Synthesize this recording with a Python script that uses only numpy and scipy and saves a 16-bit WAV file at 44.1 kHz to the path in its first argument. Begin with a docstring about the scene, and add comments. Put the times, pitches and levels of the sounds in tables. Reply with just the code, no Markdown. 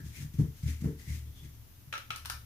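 """Soft rubbing and booming bumps, then steel clacks and brighter clicks, over a faint workshop hum.
A hand turns a small steel gun part on a workbench: the part drags over the top, and each bump makes
the wide bench ring with low notes. Then the part is slid onto a shotgun's magazine tube, knocks
against it and clicks into its seat, so both pieces ring. A phone listens from close above the bench."""
import sys
import numpy as np
from scipy import signal
from scipy.fft import rfft, irfft, next_fast_len
from scipy.io import wavfile

SR = 44100
rng = np.random.default_rng(int(sys.argv[2]) if len(sys.argv) > 2 else 0)


def store_wav(level_fs):
    """Save 16-bit WAV to argv[1]."""
    pcm = np.round(np.clip(np.atleast_2d(level_fs), -1, 1) * 32767)
    wavfile.write(sys.argv[1], SR, pcm.T.astype(np.int16))


N = 108045
T = np.arange(N) / SR
RING_T = T[:SR * 3 // 4]  # time since a blow, in seconds
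LOW_LEFT_DB = 2.5  # the low sounds are this much louder on the left


def undb(db):
    """Turn decibels into a factor to multiply by."""
    return 10 ** (np.asarray(db) / 20)


def fade(t60):
    """A ring dying away: it drops 60 dB in t60 seconds, its fade time."""
    return np.exp(-np.log(1000) * RING_T / t60)


def pan(left_db):
    """Left and right factors that make the left side louder by left_db."""
    return undb(np.array([[left_db], [-left_db]]) / 2)


def noise(size, likeness=0.):
    """Stereo white noise; likeness runs from 0 (unrelated sides) to 1 (both the same)."""
    mid, side = rng.standard_normal((2, size))
    return np.sqrt((1 + likeness) / 2) * mid + np.sqrt((1 - likeness) / 2) * np.array([side, -side])


def colour(x, points):
    """Shape the tone along (f/Hz, level/dB) points; white noise keeps its power."""
    size = 2 * next_fast_len(x.shape[-1])
    hz, db = np.array(points, float).T
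    gain = undb(np.interp(np.log(np.fft.rfftfreq(size, 1 / SR) + 1), np.log(hz), db))
    cepstrum = irfft(np.log(gain / np.sqrt(np.mean(gain ** 2))))
    # folding onto the first half keeps the filter from sounding before its input
    cepstrum[1:size // 2] *= 2
    cepstrum[size // 2 + 1:] = 0
    return irfft(rfft(x, size) * np.exp(rfft(cepstrum)))[..., :x.shape[-1]]


def walk(hz):
    """A random wander of about 1 either way, taking hz steps a second."""
    return np.interp(T * hz, np.arange(N), rng.standard_normal(N))


def add(out, start, x):
    """Mix x into out, beginning at start seconds."""
    i = int(start * SR)
    out[..., i:i + x.shape[-1]] += x[..., :N - i]


def room_tone(waver_hz=11, waver_db=2):
    """The room rumbles and hums unsteadily under the microphone's even hiss."""
    # notes of the hum: f/Hz, level/dB
    hum_notes = [(32.3, -65.5), (70, -57.5), (113, -59)]
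    # the hum dips briefly before the clacks: t/s, level change/dB
    hum_level = [(0, 0.5), (1.3, 2), (1.62, 4), (1.68, -15), (2.0, -7.5), (2.2, 2), (2.45, 2.5)]
    # tone of the room's rumble: f/Hz, level/dB
    rumble_tone = [(20, -9.5), (32, 6.5), (45, -31.5), (70, 3), (90, 6), (115, 7), (150, -10), (250, -10.5),
                   (400, -22), (700, -38.5), (2000, -53)]
    # tone of the microphone's hiss: f/Hz, level/dB
    hiss_tone = [(200, 6.5), (700, 3.5), (1500, 2), (3000, 1.5), (4500, -1), (6000, 2), (8300, -5),
                 (10500, 1.5), (13000, 6), (15500, 2.5)]
    hum = np.zeros(N)
    for hz, db in hum_notes:
        level = np.sqrt(2) * undb(db + waver_db * walk(waver_hz))
        hum += level * np.sin(2 * np.pi * hz * T + 0.52 * walk(waver_hz))
    hum *= undb(np.interp(T, *np.array(hum_level).T))
    rumble = undb(-56) * colour(noise(N, likeness=0.84), rumble_tone)
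    hiss = undb(-59.5) * colour(noise(N, likeness=0.05), hiss_tone)
    return pan(LOW_LEFT_DB) * (hum + rumble) + pan(left_db=1.5) * hiss


def workshop_echo(x, echo_db=-2.5, delay_s=0.0083):
    """The walls of the small room add a short, smooth echo to x."""
    air = noise(len(RING_T))
    low = signal.sosfilt(signal.butter(2, 4000, fs=SR, output="sos"), air)
    tail = (low * fade(t60=0.27) + (air - low) * fade(t60=0.29)) * (RING_T > delay_s)
    tail /= np.sqrt(np.sum(tail ** 2, axis=1, keepdims=True))
    return x + undb(echo_db) * signal.fftconvolve(x, tail, axes=1)[:, :N]


def resonance(x, hz, q):
    """Make noise ring near one pitch at about the same power; a higher q gives a clearer note."""
    b, a = signal.iirpeak(hz, q, fs=SR)
    return signal.lfilter(b, a, signal.lfilter(b, a, x)) * np.sqrt(2 * SR * q / (np.pi * hz))


def rubbing(grip_hz=540, grip_db=1):
    """The part catches and slips on the top: a grainy hiss, a scrape and a low drag through the bench."""
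    # strokes: peak t/s, rise/s, fall/s, hiss/dB, scrape/dB, scrape f/Hz, scrape sharpness q, drag/dB
    strokes = [(.005, 0.013, 0.031, -62.5, -57, 1690, 5.4, -52),
               (0.069, 0.02, 0.12, -56.5, -70.5, 1770, 5.8, -55.5),
               (0.177, 0.028, 0.036, -51.5, -54, 2250, 4, -78),
               (.228, 0.038, 0.034, -51.5, -59.5, 1810, 3.2, -54),
               (0.339, 0.0029, 0.075, -59.5, -67.5, 2080, 1.6, -51),
               (0.389, 0.0035, 0.062, -54.5, -62, 1890, 2, -52),
               (.59, 0.032, 0.13, -59.5, -84, 1970, 3, -67), (0.635, 0.0059, 0.024, -55, -61, 2110, 5, -61),
               (0.692, .02, 0.054, -47.5, -52, 2100, 2.2, -50),
               (0.817, 0.009, 0.021, -56.5, -66, 2090, 2.7, -50.5),
               (0.845, 0.0065, 0.068, -57, -59, 1770, 2.5, -43),
               (1.001, 0.013, 0.17, -57, -63.5, 1970, 6.2, -63),
               (1.102, 0.022, 0.041, -53.5, -53.5, 2050, 5.7, -55),
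               (1.161, 0.049, 0.041, -51.5, -60.5, 2100, 2.5, -53),
               (1.28, 0.022, .05, -84, -71.5, 3400, 7.9, -58),
               (1.39, 0.031, 0.077, -62.5, -62, 3390, 8.7, -60.5),
               (1.45, 0.017, 0.046, -61, -65, 2000, 2.9, -57.5),
               (1.55, 0.011, 0.016, -64, -94, 3040, 3, -58.5)]
    # tone of the rubbing hiss: f/Hz, level/dB
    rub_tone = [(300, -9), (800, -12.5), (1500, -2), (3200, 2), (4500, 1.5), (6500, 4.5), (8000, -1),
                (11000, -1), (15000, -4)]
    # tone of the low drag: f/Hz, level/dB
    drag_tone = [(40, -21), (90, 4), (170, 2), (300, -1.5), (450, -16), (700, -32), (3000, -42.5)]
    hiss_power, drag_power, scrape = np.zeros(N), np.zeros(N), np.zeros((2, N))
    grip = undb(grip_db * walk(grip_hz))
    for peak, rise, fall, hiss_db, scrape_db, scrape_hz, q, drag_db in strokes:
        swell = np.exp(-(np.minimum(T - peak, 0) / rise) ** 2 / 2)
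        decay = np.exp(-np.maximum(T - peak, 0) / fall)
        stroke = grip * swell * decay + 1e-9
        hiss_power += (undb(hiss_db) * stroke) ** 2
        drag_power += (undb(drag_db) * stroke) ** 2
        scrape += undb(scrape_db) * resonance(noise(N, likeness=0.1) * stroke, scrape_hz, q)
    hiss = colour(noise(N, likeness=0.1) * np.sqrt(hiss_power), rub_tone)
    drag = colour(noise(N, likeness=0.79) * np.sqrt(drag_power), drag_tone)
    return pan(left_db=4) * (scrape + hiss) + pan(LOW_LEFT_DB) * drag


def soft_contact(x, cutoff_hz, q=1.081):
    """Springy fingers hold the part: the bump passes the lows and bounces a little at the cut-off."""
    w = 2 * np.pi * cutoff_hz
    b, a = signal.bilinear([w * w], [1, w / q, w * w], SR)
    return signal.lfilter(b, a, signal.lfilter(b, a, x))


def bench_bumps(firm_hz=346):
    """Bumps ring the bench's low notes; soft ones sound duller, firm ones rattle the part more."""
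    # bumps: t/s, level/dB, cut-off f/Hz (lower is softer), extra sway of the lowest note/dB
    bumps = [(.001, -44, 310, -5), (.036, -39.5, 173, 9), (.062, -43.5, 196, -13), (0.182, -44, 180, -9),
             (.203, -40.5, 179, -11), (0.225, -35, 192, -26), (0.245, -40.5, 184, -5),
             (0.338, -40, 192, 12), (0.3857, -21, 183, -3), (0.3951, -23.5, 313, -12),
             (0.4108, -24.5, 150, 0), (0.443, -36, 391, -2), (.459, -35, 166, -5), (.631, -27, 143.4, 1),
             (0.657, -24.5, 115, -3), (.684, -35.5, 253, 13), (0.82, -32, 240, -18), (.842, -26.5, 304, 0),
             (.854, -27, 294, 1), (.872, -33.5, 443, -2.5), (.903, -37, 428, 0), (1.074, -35, 156.7, 4.5),
             (1.099, -28.5, 118, 4.5), (1.153, -42, 186, 0.5), (1.221, -46, 119, 4.5),
             (1.273, -42.5, 123, 3), (1.424, -47.5, 172, -10), (1.445, -46, 162, 2), (1.872, -40, 116, -6),
             (2.096, -44.5, 131, -30), (2.242, -42.5, 102, -1), (2.315, -42.5, 101, 0.5),
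             (2.343, -46, 102, 5), (2.402, -49.5, 99, 10)]
    # notes the bench rings at: f/Hz, level/dB, fade time/s
    bench_notes = [(76.03, -8, 0.41), (117.7, -13.5, 0.31), (146.5, -5.5, 0.22), (160.8, -6.5, 0.12),
                   (192.7, -11.5, 0.1), (215, -13, .14), (245, -23.5, 0.043), (287.2, -8, 0.14),
                   (379, -20, 0.22), (416.5, -20.5, 0.24), (445.7, -13, 0.27), (585, -39, 0.25)]
    # tone of the top's dull thud: f/Hz, level/dB
    thud_tone = [(30, 1), (70, -8.5), (160, 10.5), (300, 0.5), (450, 0), (650, -17.5), (1000, -9),
                 (2000, -30.5), (12000, -5.5)]
    # tone of the part's faint rattle: f/Hz, level/dB
    rattle_tone = [(300, -2), (600, -0.5), (1000, -5.5), (2000, -12), (3000, -31), (12000, -21)]
    out = np.zeros((2, N))
    notes = [undb(db) * fade(t60) * np.sin(2 * np.pi * hz * RING_T) for hz, db, t60 in bench_notes]
    rattle_shape = fade(t60=0.13) * (1 - fade(t60=0.0091))
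    for start, db, cutoff_hz, sway_db in bumps:
        ring = undb(sway_db) * notes[0] + sum(notes[1:])
        thud = undb(-3.5) * colour(noise(len(RING_T), likeness=0.79) * fade(t60=0.22), thud_tone)
        rattle = colour(noise(len(RING_T), likeness=0.46) * rattle_shape, rattle_tone)
        rattle *= undb(-23.5) * (cutoff_hz / firm_hz) ** 2
        add(out, start, undb(db) * (soft_contact(ring + thud, cutoff_hz) + rattle))
    # the top gives little deep bass to the air
    bass_cut = signal.butter(3, 62.3, "high", fs=SR, output="sos")
    return pan(LOW_LEFT_DB) * signal.sosfilt(bass_cut, out)


def steel_blow(notes, crack_tone, ring_db, crack_db, crack_t60, contact_s=0.00042):
    """Struck steel gives a short crack and notes whose strength and pitch vary with the spot hit."""
    ring = 0
    for hz, db, t60 in notes:
        strength, detune = rng.standard_normal(2)
        phase = rng.uniform(0, 2 * np.pi) + .9 * rng.standard_normal((2, 1))  # differs on each side
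        note = np.sin(2 * np.pi * hz * (1 + .002 * detune) * RING_T + phase)
        held_fade = fade(min(t60, .14))  # the hand cuts long rings short
        ring += undb(db + 2 * strength) * held_fade * note
    crack = colour(noise(len(RING_T), likeness=0.05) * fade(crack_t60), crack_tone)
    onset = 1 - np.exp(-RING_T / contact_s)
    return (undb(ring_db) * ring + undb(crack_db) * crack) * onset


def steel_clacks():
    """The part knocks against the tube, then clicks into its seat; each blow rings both pieces."""
    # steel hitting steel: t/s, tube level/dB, part level/dB, extra crack of a hard edge/dB
    clacks = [(1.9262, -38.5, -56, 8.5), (1.9371, -28, -48, -5), (1.9535, -29, -57, -9.5),
              (1.978, -45.5, -49, 7.5), (2.1042, -27, -42, -1.5), (2.1477, -37, -66, -7.5),
              (2.1597, -50, -39.5, 4), (2.249, -57, -60, 12.5), (2.2562, -59, -38, 4.5),
              (2.2984, -42, -32, 1), (2.3051, -46.5, -38.5, 2.5), (2.321, -49, -44, -0.5),
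              (2.342, -39, -51, -20)]
    # notes of the tube: f/Hz, level/dB, fade time before the hand shortens it/s
    tube_notes = [(557.6, -20.5, 0.31), (886, -16.5, 0.1), (1281.4, -3.5, 0.1), (1346, -3, 0.088),
                  (1445, -10, 0.04), (1618, -32, .14), (1736, -19.5, .14), (2210, -12.5, 0.076),
                  (2412, -10.5, 0.065), (2850, -23, 0.089), (3030, -19.5, 0.11), (3610, -22, .1),
                  (3990, -12, .07), (5790, -17, 0.1)]
    # notes of the small part: f/Hz, level/dB, fade time before the hand shortens it/s
    part_notes = [(1180, -29, 0.063), (1442, -7, 0.16), (1555, -7, 0.16), (1780, -7, 0.11),
                  (2956, -3, 0.11), (3760, -25, .12), (5170, -16, 0.15), (5980, -13.5, 0.073),
                  (8600, -12, 0.11), (8960, -12, 0.084), (9300, -26, 0.067), (10830, -7, 0.17),
                  (11600, -13, .1), (11600, -15, .08)]
    # the tube's crack, a crowd of quickly dying overtones: f/Hz, level/dB
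    tube_crack = [(200, -10), (700, -6.5), (1000, -7), (1350, 11.5), (1900, 2.5), (2500, 7.5), (4000, 0),
                  (5000, -7), (6300, -8.5), (7600, -13), (15000, -23)]
    # the part's brighter crack: f/Hz, level/dB
    part_crack = [(200, -15), (600, -10), (1100, 5), (1500, 7.5), (2200, -6.5), (4000, 0.5), (5500, 1.5),
                  (6800, -4.5), (7700, -9.5), (8900, -2.5), (12000, -4), (15000, -9)]
    out = np.zeros((2, N))
    for start, tube_db, part_db, edge_db in clacks:
        tube = steel_blow(tube_notes, tube_crack, ring_db=-5.5, crack_db=edge_db - 1.5, crack_t60=0.046)
        part = steel_blow(part_notes, part_crack, ring_db=-10, crack_db=edge_db + 1, crack_t60=0.032)
        add(out, start, undb(tube_db) * tube + undb(part_db) * part)
    return pan(left_db=2.5) * out


def scene(right_lag_s=.00012):
    """Bumps, rubbing, echoing steel and room tone all reach the left microphone a little sooner."""
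    left, right = bench_bumps() + rubbing() + workshop_echo(steel_clacks()) + room_tone()
    late_right = np.pad(right, (round(right_lag_s * SR), 0))[:N]
    return np.array([left, late_right])


def record(dry):
    """The phone cuts off the highest treble."""
    top_hz = 15450
    return signal.sosfilt(signal.ellip(10, .2, 80, top_hz, fs=SR, output="sos"), dry)


dry = scene()
out = record(dry)
store_wav(out)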